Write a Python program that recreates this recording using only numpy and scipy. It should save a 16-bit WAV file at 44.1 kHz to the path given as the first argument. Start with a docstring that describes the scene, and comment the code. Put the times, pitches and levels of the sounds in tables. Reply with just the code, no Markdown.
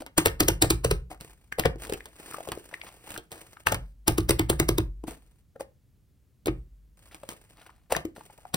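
"""Soft, sticky clay, kneaded, stretched and patted by two hands on a table in a small quiet room.
Each pat or flop squirts air out through the wet contact, rings the hollow it closes and thumps the table.
In between, the fingers squeeze and pull: air pockets pop, threads snap and the tacky surface crackles."""
import sys
import numpy as np
from scipy import signal
from scipy.fft import rfft, irfft, next_fast_len
from scipy.io import wavfile
from scipy.ndimage import uniform_filter1d, map_coordinates

SR = 44100
rng = np.random.default_rng(int(sys.argv[2]) if len(sys.argv) > 2 else 0)


def master(y):
    """Save y as 16-bit WAV."""
    cut = np.clip(np.atleast_2d(y).T, -1, 1)
    pcm = np.round(cut * 32767)  # scale
    wavfile.write(sys.argv[1], SR, pcm.astype(np.int16))


N = 377496
TIME = np.arange(N) / SR
CONTACT_TIME = TIME[:SR // 5]
LEAD_S = 0.02   # burst start to peak
STEREO_LAG_S = 0.0002116
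THREADS_PER_S = 8000

# finger squeezes and pulls: t/s, swell/s, bubble f/Hz, level/dB
SQUEEZES = [(0.001, 0.0077, 568, -40.5), (1.097, 0.015, 750, -39.5), (1.799, 0.048, 615, -51),
            (2.178, 0.022, 630, -48), (2.238, 0.13, 824, -65), (2.689, 0.051, 1790, -54),
            (2.848, 0.022, 1690, -46), (3.046, 0.037, 1640, -57), (3.301, 0.037, 840, -46.5),
            (3.671, 0.015, 1160, -31.5), (5.06, 0.027, 580, -41), (5.594, 0.011, 730, -44),
            (7.105, 0.021, 1470, -51), (7.285, 0.033, 810, -52.5), (7.527, 0.082, 1390, -56.5),
            (7.894, 0.025, 816, -34), (8.147, 0.025, 506, -50.5)]
# larger air pockets bursting: t/s, f/Hz, ring level/dB
POPS = [(0.021, 600, -32), (0.269, 412, -18), (0.427, 360, -27.5), (0.645, 466, -26), (1.115, 755, -37),
        (1.524, 1780, -27), (1.586, 485, -25), (1.637, 1840, -33), (1.758, 377, -37), (1.897, 440, -30),
        (1.924, 430, -24), (2.006, 1850, -40.5), (2.324, 1390, -41.5), (2.344, 1200, -33.5),
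        (2.384, 634, -37.5), (2.405, 690, -34.5), (2.475, 550, -32.5), (2.488, 420, -32),
        (2.575, 400, -34.5), (2.729, 580, -41), (2.741, 1960, -32), (2.815, 2220, -35.5), (2.836, 700, -47),
        (3.163, 1370, -35), (3.57, 1300, -44.5), (3.67, 1680, -16.5), (4.307, 376, -15.5),
        (5.039, 317, -34), (5.081, 285, -33), (5.56, 524, -41.5), (5.608, 590, -28), (6.47, 411.3, -24),
        (7.234, 601, -33.5), (7.694, 1010, -49), (7.923, 532, -17.5), (7.95, 1730, -27),
        (8.052, 340, -28.5), (8.181, 513, -41), (8.21, 860, -44.5), (8.3, 846, -49), (8.385, 649, -47.5),
        (8.453, 790, -40.5)]
# table modes: f/Hz, level/dB, t60/s
TABLE_MODES = [(45, -9.5, 1), (61.3, -7, 0.41), (73.5, 6, 0.063), (121.5, -4, 0.3), (164, -12, 0.36)]
# sticky patches leaving the skin: t/s, level/dB
SNAPS = [(0.064, -39.5), (1.21, -38), (1.87, -42), (1.897, -36.5), (1.936, -30.5), (2.057, -40),
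         (2.488, -37), (2.519, -29), (3.106, -38.5), (3.141, -43.5), (3.177, -32.5), (3.318, -36.5),
         (3.745, -26), (4.31, -30), (6.459, -29), (7.146, -41), (7.29, -32.5)]
# palm pats, two quick runs: t/s, squirt level/dB, hollow f/Hz
PATS = [(0.182, -11, 326), (0.2592, -11, 414), (0.406, -12.5, 322), (0.4856, -11.5, 372),
        (0.6237, -10, 321), (0.706, -15, 362), (0.8472, -18, 480), (0.912, -19, 410), (4.081, -11, 341),
        (4.183, -20, 346), (4.2945, -15.5, 389), (4.395, -17, 324), (4.4999, -14.5, 378), (4.6, -14.5, 360),
        (4.69, -17, 371), (4.7834, -19.5, 345)]
# peeling crackle, one curve per pull: t/s, level/dB
PULLS = [
    [(1.2, -49), (1.364, -70.5), (1.5, -74.5)],
    [(1.78, -61), (1.835, -44.5), (1.89, -61), (2.16, -63), (2.285, -47), (2.43, -58), (2.526, -54),
     (2.7, -62), (3, -60.5), (3.15, -48.5), (3.27, -82)],
    [(3.305, -55), (3.64, -67)],
    [(5.07, -49.5), (5.2, -70), (5.42, -83)],
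    [(6.97, -67.5), (7.25, -67), (7.312, -53.5), (7.37, -67), (7.65, -72.5), (7.75, -82.5)],
    [(8.15, -61.5), (8.53, -71)],
]
# lifted clay falling back: t/s, squirt level/dB, hollow f/Hz, hollow level/dB, thud level/dB
FLOPS = [(1.5966, -18.5, 454, -32.5, -65), (1.657, -22, 486, -14.5, -26.5),
         (3.6693, -30.5, 977, -21.5, -32.5), (3.7225, -21, 615, -30.5, -26.5),
         (6.482, -45, 347, -18.5, -25.5), (7.9656, -24, 647, -28.5, -46), (8.5443, -17.5, 440, -34, -51.5)]
# spectra of wet crackle, smack and room hush: f/Hz, density level/dB
WET_SPECTRUM = [(1500, -1.5), (2700, 2), (5500, -4), (8700, 1.5), (10500, -6), (15500, -5.5)]
SMACK_SPECTRUM = [(300, 7.5), (850, 4.5), (1700, 0), (3200, 0), (6000, -19.5), (14000, -40.5)]
HUSH_SPECTRUM = [(20, -22), (45, 5), (130, -3.5), (300, -16.5), (800, -32.5), (5000, -38.5)]
# room echoes: f/Hz, t60/s, level/dB
ROOM_ECHOES = [(120, 0.14, -4.5), (370, 0.28, -12), (2380, 0.22, -11.5), (12500, 0.16, -23.5)]


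def from_db(db):
    """Decibels to gain."""
    return 10 ** (np.asarray(db) / 20)


def rms_one(x):
    """Scale to rms 1."""
    return x / np.sqrt(np.mean(x ** 2) + 1e-20)


def loudest_one(x, size):
    """Scale the loudest `size` samples to rms 1."""
    return x / np.sqrt(uniform_filter1d(x ** 2, size, mode="constant").max() + 1e-20)


def at_hz(points, hz, column=1):
    """Interpolate a column over log frequency."""
    points = np.array(points)
    return np.interp(np.log(hz + 1e-3), np.log(points[:, 0]), points[:, column])


def colour(x, spectrum):
    """Minimum-phase filter with the given spectrum."""
    size = 2 * next_fast_len(x.shape[-1] // 2 + 512, real=True)
    gain = from_db(at_hz(spectrum, np.fft.rfftfreq(size, 1 / SR)))
    cepstrum = irfft(np.log(gain))
    cepstrum[1:size // 2] *= 2
    cepstrum[size // 2 + 1:] = 0
    return irfft(rfft(x, size) * np.exp(rfft(cepstrum)))[..., :x.shape[-1]]


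def add(out, sound, start_s):
    """Mix a sound in from start_s on."""
    start = round(start_s * SR)
    first, last = max(start, 0), min(start + sound.shape[-1], N)
    out[..., first:last] += sound[..., first - start:last - start]


def stereo(x, lag_s=STEREO_LAG_S, pan_db=0, split_hz=4600):
    """Lows lead on the left by lag_s and are panned; treble leads on the right."""
    def band(kind):
        sos = signal.butter(2, split_hz, kind, fs=SR, output="sos")
        return signal.sosfilt(np.vstack([sos, sos]), x + 1e-18)

    def delay(v, delay_s):
        return map_coordinates(v, [np.arange(len(v)) - delay_s * SR], order=3)

    low, high = band("low"), band("high")
    left = low * from_db(pan_db / 2) + delay(high, STEREO_LAG_S)
    right = delay(low, lag_s) * from_db(-pan_db / 2) + high
    return np.array([left, right])


def random_lag(x):
    """Spread a sound over both sides, a little louder on the left, with a slightly random delay between them."""
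    return stereo(x, STEREO_LAG_S * rng.normal(0.19, 0.6), pan_db=3)


def ring(clicks, hz, t60_s):
    """Resonator: a unit click starts a decaying unit sine."""
    r, w = from_db(-60 / (t60_s * SR)), 2 * np.pi * hz / SR
    return signal.lfilter([0, np.sin(w)], [1, -2 * r * np.cos(w), r * r], clicks + 1e-18)


def grains(per_s, spread_db, size):
    """Random tiny ruptures, most small, a few large."""
    strength = from_db(spread_db * np.minimum(rng.exponential(1, size), 4))
    return (rng.random(size) < per_s / SR) * strength * rng.choice([-1, 1], size)


def hush(level_db=-62):
    """Faint low room noise, mostly common to both sides."""
    air = rng.standard_normal(N) + 0.5 * rng.standard_normal((2, N))
    return from_db(level_db) * rms_one(colour(air, HUSH_SPECTRUM))


def threads(spread_db, size):
    """Fine sticky threads part in a dense crackle."""
    return rms_one(colour(grains(THREADS_PER_S, spread_db, size), WET_SPECTRUM))


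def bubbles(hz, size):
    """Tiny bubbles burst in the folds, pitched around hz."""
    pitches_hz = hz * 2 ** np.linspace(-1.1, 1.7, num=12)
    return rms_one(sum(ring(grains(per_s=100, spread_db=3.5, size=size), pitch_hz, t60_s=9 / pitch_hz)
                       for pitch_hz in pitches_hz))


def stick_slip(size, slips_per_s, spread_db=2.5, decay_s=0.0044):
    """Envelope of tacky clay letting go in fits: each slip starts at once and decays."""
    slips = np.abs(grains(slips_per_s, spread_db, size))
    fits = signal.lfilter([1], [1, -np.exp(-1 / (decay_s * SR))], slips)
    return rms_one(fits + 0.5)


def squeezes(squelch_db=2, peel_db=-0.5):
    """Bubbles squelch under each squeeze while threads snap off the skin."""
    t, out = TIME[:SR // 2], np.zeros((2, N))
    for start_s, swell_s, bubble_hz, level_db in SQUEEZES:
        u = t / swell_s
        effort = 2 * u ** 2 / (1 + u ** 4) * np.exp(-u ** 2 / 30)   # fast build, slower release
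        peel = from_db(level_db + peel_db) * threads(spread_db=5.5, size=len(t))
        squelch = from_db(level_db + squelch_db) * bubbles(bubble_hz, len(t))
        envelope = effort * stick_slip(len(t), slips_per_s=45)
        add(out, random_lag((squelch + peel) * envelope), start_s)
    return out


def folds(spectrum, ripple_db=3):
    """Folds around a contact add random peaks and dips to its spectrum."""
    hz = np.geomspace(250, 16000, num=48)
    return np.column_stack([hz, at_hz(spectrum, hz) + ripple_db * rng.standard_normal(len(hz))])


def burst(spectrum, rise_s, fall_s, tail_db, tail_s):
    """Crackle swells as a gap closes and drops to a fine tail as it seals."""
    t = CONTACT_TIME - LEAD_S
    swell = np.exp(np.minimum(t / rise_s, -t / fall_s))
    tail = from_db(tail_db) * np.exp(np.minimum(t / rise_s, -t / tail_s))
    ruptures = grains(per_s=9000, spread_db=4.5, size=len(t)) * (swell + tail)
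    return loudest_one(colour(ruptures, folds(spectrum)), size=132)


def gurgle(hz):
    """Short wet burst around the pitch of one small pocket."""
    spectrum = [(hz / 2, -14), (hz, 0), (hz * 2, -11), (hz * 10, -45)]
    return burst(spectrum, rise_s=0.0023, fall_s=0.0024, tail_db=-9.5, tail_s=0.0023)


def pocket(hz, t60_cycles, glide, rise_cycles):
    """An air pocket rings briefly, gliding as the clay around it gives."""
    cycles = hz * CONTACT_TIME
    give = np.minimum(cycles / t60_cycles * 2, 1)
    phase = 2 * np.pi * np.cumsum(hz * (1 + glide * (give - 0.25))) / SR
    return np.sin(phase) * from_db(-60 * cycles / t60_cycles) * (1 - np.exp(-cycles / rise_cycles))


def pops(tick_db=-48, tick_db_per_db=1.8, smack_db=-4.5):
    """A pocket's skin tears with a tick and a smack; the air inside rings, falling in pitch."""
    out = np.zeros((2, N))
    mean_db = np.mean([ring_db for _, _, ring_db in POPS])
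    for start_s, hz, ring_db in POPS:
        tick = burst(WET_SPECTRUM, rise_s=0.0017, fall_s=0.002, tail_db=-19, tail_s=0.023)
        tick *= from_db(tick_db + tick_db_per_db * (ring_db - mean_db))   # louder pops tear more sharply
        smack = from_db(ring_db + smack_db) * gurgle(hz)
        tone = pocket(hz, t60_cycles=13 * (hz / 1000) ** 0.4, glide=-0.2, rise_cycles=0.25)
        add(out, random_lag(tick + smack), start_s + 0.00084 - LEAD_S)
        add(out, random_lag(from_db(ring_db) * loudest_one(tone, size=176)), start_s)
    return out


def table_thuds(blows, rise_s=0.0018, delay_s=0.0046, low_cut_hz=35):
    """Blows and pops thump the table; the clay softens each and makes the modes wander as it settles."""
    thuds = [(start_s, thud_db) for start_s, *_, thud_db in blows]
    thuds += [(start_s, ring_db - 25 - 9 * np.log2(hz / 350)) for start_s, hz, ring_db in POPS]
    t, out = TIME[:SR * 3 // 4], np.zeros(N)
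    attack = np.minimum(t / rise_s, 1)
    for start_s, thud_db in thuds:
        for k, (hz, level_db, t60_s) in enumerate(TABLE_MODES):
            wander = np.interp(t, np.linspace(0, t[-1], num=24), rng.normal(1, 0.12, size=24))
            phase = 2 * np.pi * np.cumsum(hz * wander) / SR
            decay = from_db(thud_db + level_db - 60 * t / t60_s)
            add(out, (-1) ** k * np.sin(phase) * decay * attack, start_s + delay_s)
    # little radiation below the lowest mode
    return stereo(signal.sosfilt(signal.butter(4, low_cut_hz, "high", fs=SR, output="sos"), out))


def snaps(crackle_db=-6.5, smack_db=-2.5):
    """A patch lets go of a finger: crack, crackle and smack, with no air to ring."""
    out = np.zeros((2, N))
    impulse = signal.unit_impulse(len(CONTACT_TIME), round(LEAD_S * SR))
    crack = loudest_one(colour(impulse, WET_SPECTRUM), size=132)
    for start_s, level_db in SNAPS:
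        crackle = burst(WET_SPECTRUM, rise_s=0.00031, fall_s=0.0068, tail_db=-30.5, tail_s=0.12)
        smack = burst(SMACK_SPECTRUM, rise_s=0.001, fall_s=0.0077, tail_db=-19.5, tail_s=0.036)
        snap = crack + from_db(crackle_db) * crackle + from_db(smack_db) * smack
        add(out, stereo(from_db(level_db) * snap, STEREO_LAG_S * rng.normal(1, 0.5)), start_s - LEAD_S)
    return out


def pat_blows(mean_smack_db=-26.5, hollow_db=-17.5, flat_thud_db=-21.5, cushion_db=15):
    """Rows for slaps(): harder pats smack louder; the lump cushions the thud until flattened."""
    start_s, squirt_db, hz = np.transpose(PATS)
    smack_db = mean_smack_db + (squirt_db - squirt_db.mean())
    thud_db = flat_thud_db - cushion_db * np.exp(-np.arange(len(PATS)))
    return list(zip(start_s, squirt_db, smack_db, hz, np.full(len(PATS), hollow_db), thud_db))


def slaps(blows, overtone_ratio=2.9, overtone_db=-11):
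    """Air squirts out, the wet faces smack together, the closed hollow rings."""
    out = np.zeros((2, N))
    for start_s, squirt_db, smack_db, hz, hollow_db, _ in blows:
        squirt = burst(WET_SPECTRUM, rise_s=0.0024, fall_s=0.0017, tail_db=-18.5, tail_s=0.025)
        smack = burst(SMACK_SPECTRUM, rise_s=0.0037, fall_s=0.0066, tail_db=-14.5, tail_s=0.015)
        overtone_hz = hz * overtone_ratio * rng.normal(1, 0.1)
        overtone = pocket(overtone_hz, t60_cycles=18, glide=-0.052, rise_cycles=0.61)
        fundamental = pocket(hz, t60_cycles=13, glide=-0.23, rise_cycles=0.35)
        hollow = loudest_one(fundamental + from_db(overtone_db) * overtone, size=264)
        lag_s = STEREO_LAG_S * rng.normal(0.9, 0.1)   # the delay between the sides varies a little each time
        add(out, stereo(from_db(squirt_db) * squirt, lag_s), start_s - LEAD_S)
        add(out, stereo(from_db(smack_db) * smack, lag_s, pan_db=9.5), start_s - LEAD_S)
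        add(out, stereo(from_db(hollow_db) * hollow, lag_s), start_s + 0.00087)
    return out


def fingers(count=2, level_db=-18, gap_s=0.011, hz=910):
    """After each pat the fingers stick down in turn, each closing a small wet gap."""
    out = np.zeros(N)
    for pat_s, squirt_db, _ in PATS:
        for delay_s in np.cumsum(gap_s * rng.uniform(0.5, 1.5, count)):
            touch = from_db(squirt_db + level_db) * gurgle(hz * 2 ** rng.normal())
            add(out, touch, pat_s + delay_s - LEAD_S)
    return stereo(out)


def rustle(gain_db=5.5, fade_s=0.0037, bubble_db=-6.5, bubble_hz=800):
    """Threads part and bubbles burst while the clay slides over skin and table."""
    envelope = np.zeros(N)
    for pull in PULLS:
        times_s, levels_db = np.transpose(pull)
        touching = np.clip(np.minimum(TIME - times_s[0], times_s[-1] - TIME) / fade_s, 0, 1)
        envelope += touching * from_db(np.interp(TIME, times_s, levels_db))
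    crackle = threads(spread_db=2, size=N) + from_db(bubble_db) * bubbles(bubble_hz, N)
    crackle *= stick_slip(N, slips_per_s=54)
    return from_db(gain_db) * envelope * stereo(crackle, STEREO_LAG_S / 2)


def flop_blows():
    """Rows for slaps(): the smack grows with the air expelled and the hollow closed."""
    return [(start_s, squirt_db, (squirt_db + hollow_db) / 2, hz, hollow_db, thud_db)
            for start_s, squirt_db, hz, hollow_db, thud_db in FLOPS]


def table_note(x, hz=337.8, t60_s=0.2, peak_db=-2):
    """The table top answers every close sound with one short note."""
    unity_gain = 2 * np.log(1000) / (t60_s * SR)
    return from_db(peak_db) * unity_gain * ring(x.mean(axis=0), hz, t60_s)


def room(x, width=0.55, first_echo_s=0.004):
    """Near walls echo within milliseconds, dying faster in the treble, a little different per side."""
    t, edges_hz = TIME[:SR // 2], np.geomspace(35, 17000, num=12)
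    response = np.zeros((2, len(t)))
    for low_hz, high_hz in zip(edges_hz, edges_hz[1:]):
        hz = np.sqrt(low_hz * high_hz)
        side_gain = width * np.clip(hz / 500, 0.3, 1) * (1 + (600 < hz < 5000))   # widest in the mids
        common = stereo(rng.standard_normal(len(t)), STEREO_LAG_S / 2)
        side = side_gain * rng.standard_normal(len(t)) * [[1], [-1]]
        decay = from_db(-60 * t / at_hz(ROOM_ECHOES, hz)) * (t > first_echo_s)
        band = signal.butter(2, [low_hz, high_hz], "band", fs=SR, output="sos")
        tail = rms_one(signal.sosfilt(band, (common + side) * decay))
        unity_gain = np.sqrt(2 * (high_hz - low_hz) / SR / len(t))
        response += tail * unity_gain * from_db(at_hz(ROOM_ECHOES, hz, column=2))
    return signal.fftconvolve(x[:1], response, axes=1)[:, :N]


def scene():
    """Clay and table close by, plus room echoes and hush."""
    blows = pat_blows() + flop_blows()
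    close = slaps(blows) + table_thuds(blows) + fingers() + pops() + snaps() + squeezes() + rustle()
    return hush() + close + table_note(close) + room(close)


def record(dry):
    """Steep low-pass at 16 kHz."""
    return signal.sosfilt(signal.ellip(10, 0.2, 80, 16000, fs=SR, output="sos"), dry)


dry = scene()
out = record(dry)
master(out)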